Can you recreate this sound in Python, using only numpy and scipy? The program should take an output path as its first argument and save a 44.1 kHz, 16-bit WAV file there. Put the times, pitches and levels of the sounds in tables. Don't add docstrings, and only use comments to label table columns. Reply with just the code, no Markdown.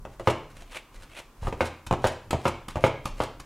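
import sys
import numpy as np
from scipy import signal
from scipy.fft import rfft, irfft, next_fast_len
from scipy.io import wavfile
from scipy.ndimage import map_coordinates

SR = 44100
rng = np.random.default_rng(int(sys.argv[2]) if len(sys.argv) > 2 else 0)


def transcribe(u):
    v = np.clip(np.atleast_2d(u).T, -1, 1)
    q = np.round(v * 32767).astype(np.int16)
    wavfile.write(sys.argv[1], SR, q)


N = 152145
T = np.arange(int(0.6 * SR)) / SR

# time_s, level_db
SHUDDER = [(0.0, -40.5), (0.06, -48), (0.31, -51), (0.34, -47.5), (0.63, -45.5), (0.86, -63), (0.98, -46.5),
           (1.34, -59.5), (1.47, -36.5), (1.82, -56), (1.92, -42.5), (2.22, -52.5), (2.35, -35.5),
           (2.44, -57), (2.49, -41), (2.59, -54), (2.87, -41), (2.94, -54), (3.13, -38), (3.33, -52),
           (3.42, -42), (3.45, -55)]
# frequency_hz, level_db (per Hz)
RUMBLE_SPECTRUM = [(10, -28), (24, -11), (31, 0), (38, -9), (55, -20), (120, -21), (200, -33), (600, -43),
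                   (1500, -70)]
# frequency_hz, level_db (per Hz)
FLOOR_SPECTRUM = [(25, -15.5), (100, -9.5), (250, 1), (600, -9.5), (1100, -4), (1800, -16), (2600, -26),
                  (6000, -23), (16000, -27.5)]
FLOOR_DB = -58.5

# start_s, level_db, second_corner_delay_s, second_corner_level_db
KNOCKS = [(0.0511, -23, .009, -15.5), (0.197, -19, .009, -11), (1.429, -27, .02, -3),
          (1.47, -15.5, .009, -7), (1.5261, -18, 0.01, -15), (1.9106, -9.5, .016, -0.5),
          (2.3305, -9.5, .015, -10.5), (2.757, -14, 0.013, -6)]
# pitch_hz, level_db, t60_s
CLACK_MODES = [(139, -4.5, 0.018), (410, -9.5, .012), (584, -7, .018), (822, 2.5, 0.0075),
               (1093, -9.5, 0.01)]
# frequency_hz, level_db (per Hz)
TICK_SPECTRUM = [(150, -5), (300, 1.5), (900, 3), (1250, 1), (1600, -8), (3000, -11), (4500, -24),
                 (7000, -21.5), (11000, -33), (16000, -58)]
# frequency_hz, level_db (per Hz)
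THUD_SPECTRUM = [(20, -24), (60, 7), (120, 6.5), (175, -47), (260, -4), (500, -20.5), (1200, -70)]
# pitch_hz, level_db, t60_s
PAN_MODES = [(83.1, -21, 0.39), (119, -23, 0.43), (239.9, -23.5, 0.33), (343.7, -22.5, 0.32),
             (378, -21, 0.21), (527.5, -11, 0.12), (635, -23.5, 0.061), (707, -30, 0.39), (864, -28, 0.29),
             (966, -36, 0.49), (1207, -19, 0.11), (1400, -35.5, .2), (1603, -44.5, 0.45), (2830, -67, 0.46)]
RING_SCATTER_DB = 2
BOUNCE_SHRINK, BOUNCE_LOSS_DB = 0.65, 6
SETTLE_HZ, SETTLE_T60_S, SETTLE_DB = 117, 0.053, -7.5

# peak_s, rise_s (over 20 dB), level_db
SQUISHES = [(.14, 0.1, -57.5), (.307, 0.07, -38.5), (.51, 0.017, -51.5), (.572, 0.029, -53),
            (.622, 0.065, -51), (.722, 0.013, -44.5), (.769, 0.023, -41.5), (.965, 0.05, -51.5),
            (1.035, 0.062, -47.5), (1.19, 0.0074, -38.5), (1.487, 0.088, -42), (1.668, 0.08, -37.5),
            (2.076, 0.047, -32), (2.122, 0.018, -46), (2.405, .02, -54), (2.483, 0.052, -35),
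            (2.708, 0.016, -46), (2.868, 0.06, -35.5), (3.074, 0.029, -40.5), (3.239, 0.057, -36)]
# frequency_hz, level_db (per Hz)
SQUISH_SPECTRUM = [(150, -1), (600, 0), (1700, -1.5), (2800, -3.5), (5000, -9.5), (10000, -12.5),
                   (12500, -21.5), (16000, -30)]
# peak_s, rise_s (over 20 dB), level_db
SLIDES = [(.77, 0.068, -35.5), (1.19, 0.083, -38)]
# frequency_hz, level_db (per Hz)
SLIDE_SPECTRUM = [(150, -23), (300, -7), (450, -7.5), (620, -2), (900, -4.5), (1200, -4.5), (1700, -7),
                  (2450, 0.5), (3600, -7), (5000, -17.5), (9500, -16.5), (13000, -28), (16000, -34)]
CLUMPS_PER_S, CLUMP_DB = 220, 3

# start_s, level_db, fingers_delay_s, fingers_level_db
SLAPS = [(.273, -7.5, 0.026, -6), (1.6065, -10, .021, -11.5), (2.0419, -8.5, 0.02, -8),
         (2.454, -9.5, 0.023, -6.5), (2.839, -7, .027, -8.5), (3.2024, -12.5, .023, -21)]
# pitch_hz, level_db, t60_s
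POCKET_MODES = [(139, -12, 0.04), (244.5, -12.5, 0.023), (541, -0.5, 0.019), (938, 4.5, 0.0087),
                (1434, -9, 0.015), (2205, -7.5, 0.011), (2740, -27, 0.016)]
# frequency_hz, level_db (per Hz)
CRACK_SPECTRUM = [(200, 13), (900, -22.5), (2800, 3.5), (4500, -7.5), (7500, -16), (11000, -27),
                  (16000, -69)]
# frequency_hz, level_db (per Hz)
SPLAT_SPECTRUM = [(120, -2), (240, -3.5), (400, -7.5), (600, 2.5), (1100, -2), (1700, -4), (4000, -35.5)]
CONTACT_S = 0.0007
PALM_S, PALM_DB = 0.0095, -8

# start_s, pitch_hz, level_db
BLIPS = [(.62, 687, -39), (.766, 640, -32), (1.184, 624, -39), (3.056, 1217, -25)]
# start_s, level_db
PUSHES = [(1.422, -25), (1.449, -28), (1.867, -33.5), (3.088, -36)]

# start_s, length_s, level_db
PEELS = [(1.865, 0.0085, -36.5), (2.307, 0.0051, -25.5), (2.683, 0.0054, -32.5), (3.055, 0.0046, -27.5),
         (3.398, 0.0082, -38)]
# frequency_hz, level_db (per Hz)
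PEEL_SPECTRUM = [(150, 12), (500, -1), (900, 6.5), (1200, -1), (1800, -4), (2600, -1.5), (4000, -5.5),
                 (6400, -8), (9000, -8.5), (12000, -15), (16000, -25)]
# pitch_hz, level_db, t60_s
SUCTION_MODES = [(1214, -2.5, 0.031), (2330, -18, 0.019), (4170, -13.5, 0.01)]

# frequency_hz, level_db
WALLS = [(60, -22), (130, 5), (180, -8.5), (330, 3.5), (1000, -1.5), (1800, -1), (2500, 0.5), (6000, -1),
         (15000, -5)]
# frequency_hz, t60_s
KITCHEN_DECAY = [(80, 0.21), (200, 0.7), (500, 0.4), (2500, 0.51), (7000, 0.41), (15000, 0.067)]
EARLY_T60_S, EARLY_DB, TAIL_DB = 0.077, -3, -8

# frequency_hz, level_db
WIDTH = [(100, -53), (500, -43.5), (1000, -61.5), (2000, -38), (4000, -25), (8000, -20), (13000, -27)]
# frequency_hz, level_db (per Hz)
HISS_SPECTRUM = [(30, 4), (300, 2), (1200, 2.5), (3000, 2), (8000, -1.5), (12000, -4), (16000, -5)]
HISS_DB = -69.5
TOP_HZ = 15900


def amp(db):
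    return 10 ** (np.asarray(db) / 20)


def unit(x):
    return x / np.sqrt(np.mean(x ** 2) + 1e-20)


def fade(t60):
    return np.exp(-np.log(1000) * T / t60)


def onset(rise_s):
    return 1 - np.exp(-T / rise_s)


def along(points, hz):
    f, v = np.transpose(points)
    return np.interp(np.log(hz + 1), np.log(f + 1), v)


def filtered(x, response):
    m = next_fast_len(len(x) + 8192)
    spectrum = rfft(x, m) * response(np.fft.rfftfreq(m, 1 / SR))
    return irfft(spectrum, m)[:len(x)]


def coloured(x, spectrum):
    return unit(filtered(x, lambda hz: amp(along(spectrum, hz))))


def noise(spectrum, size):
    return coloured(rng.standard_normal(size), spectrum)


def crackle(spectrum, rate, smooth):
    pops = (rng.random(N) < rate / SR) * rng.standard_normal(N)
    return unit(coloured(pops, spectrum) + smooth * noise(spectrum, size=N))


def add(track, s, sound):
    i = max(round(s * SR), 0)
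    part = sound[:max(len(track) - i, 0)]
    track[i:i + len(part)] += part


def ring(modes, scatter_db, detune):
    total = np.zeros(len(T))
    for k, (hz, db, t60) in enumerate(modes):
        level_chance, pitch_chance = rng.standard_normal(2)
        tone = np.sin(2 * np.pi * hz * (1 + detune * pitch_chance) * T)
        total += (-1) ** k * amp(db + scatter_db * level_chance) * fade(t60) * tone
    return total


def kitchen(x, wet_db):
    hz, t, z = signal.stft(rng.standard_normal(len(T)), SR, nperseg=256)
    decay = np.exp(-np.log(1000) * t / along(KITCHEN_DECAY, hz)[:, None])
    tail = signal.istft(z * decay, SR, nperseg=256)[1][:len(T)]
    tail = unit(tail * onset(0.0099))
    early = unit(rng.standard_normal(len(T)) * fade(EARLY_T60_S) * onset(0.0043))
    answer = amp(TAIL_DB) * tail + amp(EARLY_DB) * early
    answer = filtered(answer, lambda f: amp(along(WALLS, f))) / np.sqrt(len(T))
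    return x + amp(wet_db) * signal.fftconvolve(x, answer)[:len(x)]


def background():
    level_db = np.interp(np.arange(N) / SR, *np.transpose(SHUDDER))
    shudder = amp(level_db) * noise(RUMBLE_SPECTRUM, size=N)
    return shudder + amp(FLOOR_DB) * noise(FLOOR_SPECTRUM, size=N)


def pan():
    return ring(PAN_MODES, scatter_db=RING_SCATTER_DB, detune=0.0033) * onset(0.0021)


def knocks(tick_db=-12, tick_t60=0.036, pan_db=-7, thud_db=-8, thud_rise_s=0.012, thud_t60=0.12):
    out = np.zeros(N)
    for s, db, second_s, second_db in KNOCKS:
        blow = np.zeros(len(T))
        bounce = (second_s * (1 + BOUNCE_SHRINK), second_db - BOUNCE_LOSS_DB)
        for delay, corner_db in [(0, 0), (second_s, second_db), bounce]:
            clack = ring(CLACK_MODES, scatter_db=2, detune=0.065) * onset(0.00026)
            tick = amp(tick_db) * noise(TICK_SPECTRUM, size=len(T)) * fade(tick_t60)
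            add(blow, delay, amp(corner_db) * (clack + tick))
        flex = np.sin(2 * np.pi * SETTLE_HZ * T) * fade(SETTLE_T60_S)
        add(blow, second_s, amp(second_db + SETTLE_DB) * flex)
        thud = amp(thud_db) * noise(THUD_SPECTRUM, size=len(T)) * onset(thud_rise_s) * fade(thud_t60)
        add(out, s, amp(db) * (kitchen(blow, wet_db=-2) + thud + amp(pan_db) * pan()))
    return out


def swells(rows, release_s):
    t = np.arange(N) / SR
    total = np.zeros(N)
    for s, rise, db in rows:
        drop_db = 20 * np.maximum((s - t) / rise, (t - s) / release_s)
        total += amp(db - drop_db)
    return total


def clumps():
    knots = rng.standard_normal(int(N * CLUMPS_PER_S / SR) + 4)
    curve = map_coordinates(knots, [np.arange(N) * CLUMPS_PER_S / SR])
    return unit(amp(CLUMP_DB * curve))


def meat():
    squish = swells(SQUISHES, release_s=0.018) * clumps()
    squish = squish * crackle(SQUISH_SPECTRUM, rate=2500, smooth=0.59)
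    slide = swells(SLIDES, release_s=0.03) * clumps()
    slide = slide * crackle(SLIDE_SPECTRUM, rate=2000, smooth=1.0)
    return kitchen(squish, wet_db=-0.5) + kitchen(slide, wet_db=-9)


def slaps(pocket_db=-1, crack_db=-15, crack_t60=0.048, pan_db=-1,
          splat_db=-13, splat_rise_s=0.00067, splat_t60=0.064):
    out = np.zeros(N)
    for s, db, fingers_s, fingers_db in SLAPS:
        splat = noise(SPLAT_SPECTRUM, size=len(T)) * onset(splat_rise_s) * fade(splat_t60)
        blow = amp(splat_db) * splat
        for delay, touch_db in [(0, 0), (PALM_S, PALM_DB), (fingers_s, fingers_db)]:
            pop = -amp(pocket_db) * ring(POCKET_MODES, scatter_db=3, detune=0.054)
            crack = amp(crack_db) * noise(CRACK_SPECTRUM, size=len(T)) * fade(crack_t60)
            add(blow, delay, amp(touch_db) * (pop + crack) * onset(CONTACT_S))
        add(out, s, amp(db) * (kitchen(blow, wet_db=-1) + amp(pan_db) * pan()))
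    return out


def blips(rise_s=0.0013, t60=0.045, sag_per_s=0.95):
    out = np.zeros(N)
    for s, hz, db in BLIPS:
        phase = 2 * np.pi * np.cumsum(hz * np.exp(-sag_per_s * T)) / SR
        add(out, s, amp(db) * np.sin(phase) * onset(rise_s) * fade(t60))
    return kitchen(out, wet_db=-12)


def pushes(push_hz=75, rise_s=0.0048, t60=0.044):
    out = np.zeros(N)
    swing = np.sin(2 * np.pi * push_hz * T) * onset(rise_s) * fade(t60)
    for s, db in PUSHES:
        add(out, s, amp(db) * swing / np.abs(swing).max())
    return kitchen(out, wet_db=-10.5)


def peels(rise_s=0.00072, release_s=0.0011, pan_db=-8, pop_db=2, pop_delay_s=0.0024):
    envelope, pops, tug = np.zeros((3, N))
    for s, length, db in PEELS:
        release = np.exp(-np.maximum(T - length, 0) / release_s)
        add(envelope, s, amp(db) * onset(rise_s) * release)
        pop = ring(SUCTION_MODES, scatter_db=5.5, detune=0.1)
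        add(pops, s + pop_delay_s, amp(db + pop_db) * pop)
        add(tug, s, amp(db + pan_db) * pan())
    rip = envelope * crackle(PEEL_SPECTRUM, rate=9000, smooth=0.39)
    return kitchen(rip + pops, wet_db=-1) + tug


def scene():
    mid = background() + knocks() + meat() + slaps() + blips() + pushes() + peels()
    hz, t, z = signal.stft(mid, SR, nperseg=512)
    random_phase = np.exp(2j * np.pi * rng.random(z.shape))
    diffuse = z * random_phase * amp(along(WIDTH, hz))[:, None]
    side = signal.istft(diffuse, SR, nperseg=512)[1][:N]
    side = side + amp(HISS_DB) * noise(HISS_SPECTRUM, size=N)
    return np.array([mid + side, mid - side])


def record(dry):
    return np.array([filtered(channel, lambda hz: 1 / (1 + (hz / TOP_HZ) ** 120)) for channel in dry])


dry = scene()
out = record(dry)
transcribe(out)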